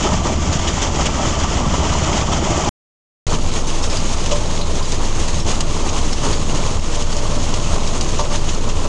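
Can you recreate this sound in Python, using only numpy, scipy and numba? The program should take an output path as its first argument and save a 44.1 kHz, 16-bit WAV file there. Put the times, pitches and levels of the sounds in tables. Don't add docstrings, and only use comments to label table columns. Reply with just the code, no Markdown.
import sys
import numpy as np
from scipy import signal
from scipy.fft import rfft, irfft, next_fast_len
from scipy.io import wavfile
from scipy.ndimage import uniform_filter1d
from numba import njit

SR = 44100
rng = np.random.default_rng(int(sys.argv[2]) if len(sys.argv) > 2 else 0)


def unload_audio(sound):
    columns = np.transpose(np.atleast_2d(sound))
    steps = np.round(np.clip(columns, -1, 1) * 32767)
    wavfile.write(sys.argv[1], SR, steps.astype(np.int16))


N = 391608
FRONT, SIDE = 1, 2
FRONT_END_S, SIDE_START_S = 2.692, 3.267
SCREEN_HZ, ENGINE_HZ = 16.87, 25.7


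def undb(db):
    return 10 ** (np.asarray(db) / 20)


def unit(x):
    return x / np.sqrt(np.mean(x ** 2) + 1e-20)


def curve(table, t, column=1):
    rows = np.array(table)
    return np.interp(t, rows[:, 0], rows[:, column])


def colour(x, points):
    hz, db = np.transpose(points)
    size = next_fast_len(len(x))
    f = np.maximum(np.fft.rfftfreq(size, 1 / SR), 1)
    gain = undb(np.interp(np.log(f), np.log(hz), db))
    return unit(irfft(rfft(x, size) * gain, size)[:len(x)])


def walk(t, rate):
    steps = rng.standard_normal(4096)
    return unit(np.interp((t - t[0]) * rate, np.arange(len(steps)), steps))


def swell(t, s, length):
    return .5 ** ((2 * (t - s) / max(length, .02)) ** 2)


def fade(t, t60):
    return np.exp(-np.log(1000) * t / t60)


def add(out, s, x):
    i = max(int(s * SR), 0)
    out[i:i + len(x)] += x[:len(out) - i]


def peak_at(db, x):
    return undb(db) * x / np.abs(x).max()


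@njit
def ring(n, start, size, hz, t60):
    out = np.zeros(n)
    for k in range(len(start)):
        z = size[k] + 0j
        pole = np.exp((2j * np.pi * hz[k] - np.log(1000) / t60[k]) / SR)
        for i in range(start[k], min(n, start[k] + int(t60[k] * SR))):
            z *= pole
            out[i] += z.imag
    return out


def scatter(x, t60, echo_db):
    keep = np.exp(-2 * np.log(1000) / (t60 * SR))
    energy = signal.lfilter([1 - keep], [1, -keep], x ** 2)
    return x + undb(echo_db) * np.sqrt(energy) * rng.standard_normal(len(x))


def stream(t, per_s, spread_db, band, t60, toss, tones):
    hits = int(per_s * len(t) / SR)
    start = rng.integers(0, len(t), hits)
    size = undb(spread_db * np.minimum(rng.exponential(size=hits), 5))
    size *= 1 + toss * np.sin(2 * np.pi * SCREEN_HZ * t[start])
    hz = rng.uniform(*band, hits * tones)
    strength = np.repeat(size, tones) * rng.standard_normal(hits * tones)
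    ring_s = t60 * rng.uniform(.5, 2.6, hits * tones)
    return unit(ring(len(t), np.repeat(start, tones), strength, hz, ring_s))


def shaft(t, hz, table, place, wander, flutter_db):
    phase = 2 * np.pi * np.cumsum(hz * (1 + wander * walk(t, 3))) / SR
    out = 0
    for multiple, db in np.array(table)[:, [0, place]]:
        gain = undb(db + flutter_db * walk(t, 10))
        out += gain * np.sin(multiple * phase + rng.uniform(0, 2 * np.pi))
    return np.sqrt(2) * out


def stirred_air(t):
    noise = rng.standard_normal(len(t))
    return undb(-32) * colour(noise, [(2, -7), (8, -6), (35, 0), (60, -22), (200, -72)])


# f/Hz, width/Hz, front level/dB, side level/dB
PANEL_TONES = [(60, 4.6, -28.5, -43), (216.2, 2.8, -36, -53), (330.4, 22, -38.5, -40), (430, 3, -55.5, -46),
               (480, 5.4, -50, -43), (583, 12, -40, -44.5), (1169, 40, -37.5, -51)]

def panel_hum(t, place):
    out = 0
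    for hz, width, *levels in PANEL_TONES:
        drift = walk(t, width) + 1j * walk(t, width)
        out += undb(levels[place - 1]) * (drift * np.exp(2j * np.pi * hz * t)).real
    return out


# multiple of the turning speed, front level/dB, side level/dB
ENGINE_TONES = [(1, -41.5, -44), (1.5, -31.5, -61), (3, -26.5, -30), (6, -33.5, -36), (7.5, -37.5, -57),
                (9, -44, -42)]

def diesel(t, place):
    drone = shaft(t, ENGINE_HZ, ENGINE_TONES, place, wander=.003, flutter_db=1.2)
    since_firing = (3 * ENGINE_HZ * t) % 1
    ticks = np.exp(-since_firing / .3) * rng.standard_normal(len(t))
    return drone + undb(-42) * colour(ticks, [(900, -19.5), (2500, -3), (6500, -1.5), (10000, -27)])


# multiple of the turning speed, front level/dB, side level/dB
SCREEN_TONES = [(1, -25.5, -15), (2, -34, -42), (3, -36, -32.5), (5, -37, -41), (6, -44, -39)]

def screen(t, place):
    return shaft(t, SCREEN_HZ, SCREEN_TONES, place, wander=.002, flutter_db=.6)


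# t/s, level/dB
FRONT_SHAKING = [(0, -20), (.4, -22), (1.3, -23.3), (1.8, -20.5), (2.2, -20.5), (2.65, -22.5)]
# f/Hz, level/dB
FRONT_FRAME_TONE = [(12, -15), (35, -9.5), (60, 2), (110, 1.5), (170, 0.5), (250, -5), (330, -16),
                    (500, -19)]
SIDE_FRAME_TONE = [(8, 1), (35, -1), (60, 0.5), (115, 1), (165, -3), (250, -4.5), (330, -12.5), (500, -9.5)]

def frame(t, place, rock_db):
    thuds = stream(t, per_s=700, spread_db=1, band=(10, 450), t60=.046, toss=.25, tones=3)
    if place == FRONT:
        return colour(thuds, FRONT_FRAME_TONE) * undb(curve(FRONT_SHAKING, t) - 1.5)
    return colour(thuds, SIDE_FRAME_TONE) * undb(.61 * rock_db - 8.5)


# t/s, level/dB (relative), f/Hz, ring time/s
CHIP_HITS = [(3.67, -17, 6150, 0.18), (3.83, -19, 5420, 0.18), (3.899, -20, 5250, 0.14),
             (3.97, -14, 4790, 0.13), (4.612, -16.5, 4060, 0.1), (4.826, -18.5, 4790, 0.11),
             (5.399, -18, 5400, 0.11), (6.128, -14, 5370, 0.12), (6.329, -15.5, 4670, 0.11)]

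def clinks():
    out, t = np.zeros(N), np.arange(SR // 3) / SR
    for s, db, hz, t60 in CHIP_HITS:
        tone_hz = hz * (1 + .025 * rng.standard_normal((9, 1)))
        tones = np.sin(2 * np.pi * (tone_hz * t + rng.random(tone_hz.shape))).sum(axis=0)
        chatter = unit(tones * undb(3 * walk(t, 250)))
        scrape = colour(rng.standard_normal(len(t)), [(hz / 4, -22), (hz, 0), (2 * hz, -22)])
        hit = chatter * fade(t, t60) + 1.3 * scrape * np.exp(-t / .008)
        add(out, s, peak_at(db - .5, hit))
    return out


# t/s, peak level/dB, f/Hz, ring time/s
STONE_HITS = [(4.261, -11.5, 2870, .065), (4.921, -8.5, 6740, .045), (5.606, -8.5, 6910, .045),
              (7.023, -13, 5400, .03), (7.167, -13, 6410, .05), (7.54, -11.5, 2820, .04),
              (7.874, -15, 5660, .04), (8.01, -10, 4290, .035)]

def clacks():
    out, t = np.zeros(N), np.arange(SR // 5) / SR
    crack_shape = [(1200, -17), (3000, -.5), (4300, 0), (6700, 2), (8500, -10), (11000, -32)]
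    for s, db, hz, t60 in STONE_HITS:
        tone_hz = np.minimum(hz * np.exp(.128 * rng.standard_normal((8, 1))), 7200)
        tones = np.sin(2 * np.pi * (tone_hz * t + rng.random(tone_hz.shape))).sum(axis=0)
        crack = colour(rng.standard_normal(len(t)), crack_shape)
        hit = (undb(-10) * unit(tones) + crack) * fade(t, t60)
        add(out, s, peak_at(db, hit))
    return out


# f/Hz, level/dB (relative), ring time/s
PLATE_TONES = [(336, -11, .15), (431, -15, .25), (587, 0, .36), (675, -6, .2), (904, -4, .2),
               (1015, -6, .16), (1046, -9, .2), (1157, -7, .2)]
# t/s, peak level/dB, f/Hz
BIG_ROCK_HITS = [(4.315, -9.5, 587), (4.586, -18, 700), (5.461, -18, 334), (6.229, -18, 900),
                 (6.966, -17.5, 587), (7.156, -19, 584), (7.315, -18.5, 587), (8.19, -8.5, 1000)]

def blows():
    out, t = np.zeros(N), np.arange(SR // 2) / SR
    hz, tone_db, t60 = np.transpose(PLATE_TONES)[:, :, None]
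    thud_shape = [(200, -20), (500, 11), (800, -8), (1150, -1), (1600, -23), (6000, -6), (11000, -50)]
    for s, db, pitch_hz in BIG_ROCK_HITS:
        octaves_away = np.abs(np.log2(hz / pitch_hz))
        tones = np.sin(2 * np.pi * (hz * t + rng.random(hz.shape)))
        plate = (undb(tone_db - 5 * octaves_away) * fade(t, t60) * tones).sum(axis=0)
        thud = colour(rng.standard_normal(len(t)), thud_shape) * np.exp(-t / .02)
        soft_start = 1 - np.exp(-t / .003)
        add(out, s, peak_at(db, (plate + .7 * thud) * soft_start))
    return out


# t/s, level/dB (relative), rough length/s
ROCK_BURSTS = [(0.022, -9.5, 0.027), (0.523, -10, 0.015), (0.587, -13.5, 0.015), (0.668, -6.5, 0.024),
               (0.814, -6, 0.024), (1.004, -11, 0.011), (1.053, -7.8, 0.017), (2.166, -11, 0.023),
               (2.318, -10.5, 0.022), (3.323, -12, 0.028), (3.56, -21, 0.028), (4.308, -6.5, 0.024),
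               (5.887, -10.5, 0.01), (8.484, -9.5, 0.02), (8.686, -13.5, 0.017)]

def crunches():
    out, t = np.zeros(N), np.arange(SR // 4) / SR
    shape = [(900, -4.5), (2000, -6.5), (3150, 2), (4200, -8.5), (6800, .5), (8200, -14.5), (11000, -45)]
    for s, db, length in ROCK_BURSTS:
        splinters = stream(t, per_s=4200, spread_db=.9, band=(900, 11000), t60=.018, toss=0, tones=6)
        age = t / length
        burst = colour(splinters, shape) * np.sqrt(age) * np.exp(-age ** 2)
        add(out, s, peak_at(db - 4, burst))
    return out


# t/s, rock level/dB, gravel level/dB (both relative)
FRONT_FLOW = [(0.12, -23.5, -28.5), (0.27, -24.5, -28.5), (0.95, -23.5, -26), (1.19, -22.5, -27.5),
              (1.38, -22.5, -26.5), (1.82, -22, -26.5), (2.42, -22, -27)]
SIDE_FLOW = [(3.5, -28.5, -31), (3.85, -28, -29), (4.8, -28.5, -30), (5.24, -28.5, -29), (5.61, -28.5, -31),
             (5.94, -27, -29), (6.3, -29.5, -29.5), (6.54, -26.5, -29), (7.0, -31, -31), (7.41, -26.5, -29),
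             (7.75, -27, -29.5), (8.56, -30, -31.5), (8.8, -27, -29.5)]
# t/s, level change/dB
FLOW_GAPS = [(0.38, -3), (0.91, -3.5), (1.48, -4), (2.26, -3), (3.42, 0.5), (3.73, -1), (4.86, -1.5),
             (5.43, -3), (5.65, -2), (6.16, -5), (6.46, -4), (6.81, -4.5), (7.06, -3), (8.6, -1),
             (8.745, -3)]
# t/s, rock change/dB, gravel change/dB, length/s
HEAP_SLIDES = [(0.057, 4, 3.5, 0.085), (0.268, 6, 3, 0.042), (1.008, 4, 1.5, 0.035),
               (1.258, 3.5, 2.5, 0.039), (2.095, 2.5, 2.5, 0.042), (2.176, 2.5, 1.5, .035),
               (3.329, 6.5, 2, 0.067), (3.572, 3, 4.5, .05), (3.69, -2, 2, 0.036), (5.022, 2.5, 1.5, 0.056),
               (5.364, 0, 1.5, 0.035), (5.5, 3.5, 5, 0.043), (5.836, 3.5, 2, 0.076),
               (5.965, 2.5, 1.5, 0.06), (6.266, 6.5, 2, 0.075), (6.536, 2.5, -4, 0.012), (6.69, 3, 2, 0.12),
               (6.97, 1.5, 2.5, 0.086), (7.235, 2.5, 0.5, 0.078), (7.46, 0, 2, .04), (7.73, 2, 0.5, 0.096),
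               (7.96, 2, 3.5, 0.042), (8.206, 1.5, 4.5, 0.031), (8.335, 5, 5, 0.045), (8.687, 2, 2, 0.026)]

def feed(t, place):
    steady = FRONT_FLOW if place == FRONT else SIDE_FLOW
    lumps = .64 * walk(t, rate=18)
    gaps = sum(db * swell(t, s, length=.041) for s, db in FLOW_GAPS)
    rock_db = curve(steady, t, column=1) + lumps + gaps
    gravel_db = curve(steady, t, column=2) + lumps + gaps
    for s, rock_change, gravel_change, length in HEAP_SLIDES:
        slide = swell(t, s, length)
        rock_db += rock_change * slide
        gravel_db += gravel_change * slide
    return rock_db, gravel_db


def jaw(t, bites_per_s=5.35, bite_at_s=.285):
    return np.cos(2 * np.pi * bites_per_s * (t - bite_at_s))


# f/Hz, level/dB
FRONT_GRAVEL_TONE = [(1000, -18.5), (1450, -3), (1650, -7.5), (1900, -4), (2500, -6.5), (3150, -2),
                     (3900, -11.5), (5000, -7.5), (6400, -3), (7100, -4), (8200, -18), (10200, -34),
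                     (11000, -52)]
SIDE_GRAVEL_TONE = [(1000, -2.5), (1450, -9), (1750, -5.5), (2400, -5), (3000, -2), (3700, -4.5),
                    (5000, -5.5), (5900, -4), (6550, 0.5), (7600, -7.5), (9000, -16), (10400, -21.5),
                    (11000, -86)]

def gravel(t, place, flow_db):
    if place == FRONT:
        shape, spread_db, surge_db, echo_db = FRONT_GRAVEL_TONE, 2.5, 1.32, -1.5
        db = flow_db + .3 * jaw(t) + .65
    else:
        shape, spread_db, surge_db, echo_db = SIDE_GRAVEL_TONE, 3, 1.5, -1.1
        db = flow_db + .93
    clicks = stream(t, per_s=1500, spread_db=spread_db, band=(1100, 11500), t60=.0088, toss=.11, tones=8)
    grit = undb(4.5) * rng.standard_normal(len(t))
    rattle = (clicks + grit) * undb(surge_db * walk(t, 45))
    return colour(scatter(rattle, t60=.026, echo_db=echo_db), shape) * undb(db)


# f/Hz, level/dB
FRONT_ROCK_TONE = [(150, -31.5), (260, 7), (380, 5), (490, 0), (620, 6), (800, 3.5), (960, 3.5),
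                   (1090, 0.5), (1330, 0.5), (1500, -32.5), (1800, -35.5)]
SIDE_ROCK_TONE = [(150, -29), (260, -2), (370, 0.5), (520, 0), (630, 1), (740, -3), (900, -0.5),
                  (1080, -1.5), (1300, -6), (1500, -12), (1800, -29)]

def rocks(t, place, flow_db):
    if place == FRONT:
        shape, spread_db, echo_db = FRONT_ROCK_TONE, .3, 2.5
        db = flow_db + .23 * jaw(t) - .78
    else:
        shape, spread_db, echo_db = SIDE_ROCK_TONE, -1.2, 5.5
        db = flow_db - 1.3
    knocks = stream(t, per_s=800, spread_db=spread_db, band=(150, 1800), t60=.02, toss=.057, tones=7)
    return colour(scatter(knocks, t60=.3, echo_db=echo_db), shape) * undb(db)


def crusher(t, place):
    rock_db, gravel_db = feed(t, place)
    crushing = frame(t, place, rock_db) + rocks(t, place, rock_db) + gravel(t, place, gravel_db)
    return crushing + screen(t, place) + diesel(t, place) + panel_hum(t, place) + stirred_air(t)


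def scene():
    out, t = crunches() + clacks() + clinks() + blows(), np.arange(N) / SR
    add(out, 0, crusher(t[t < FRONT_END_S], FRONT))
    add(out, SIDE_START_S, crusher(t[t >= SIDE_START_S], SIDE))
    return out[None]


def record(dry):
    t, top_hz = np.arange(N) / SR, 10900
    audible = uniform_filter1d(1. * ((t < FRONT_END_S) | (t >= SIDE_START_S)), size=64)
    return signal.sosfilt(signal.ellip(8, .2, 70, top_hz, fs=SR, output="sos"), dry * audible)


dry = scene()
out = record(dry)
unload_audio(out)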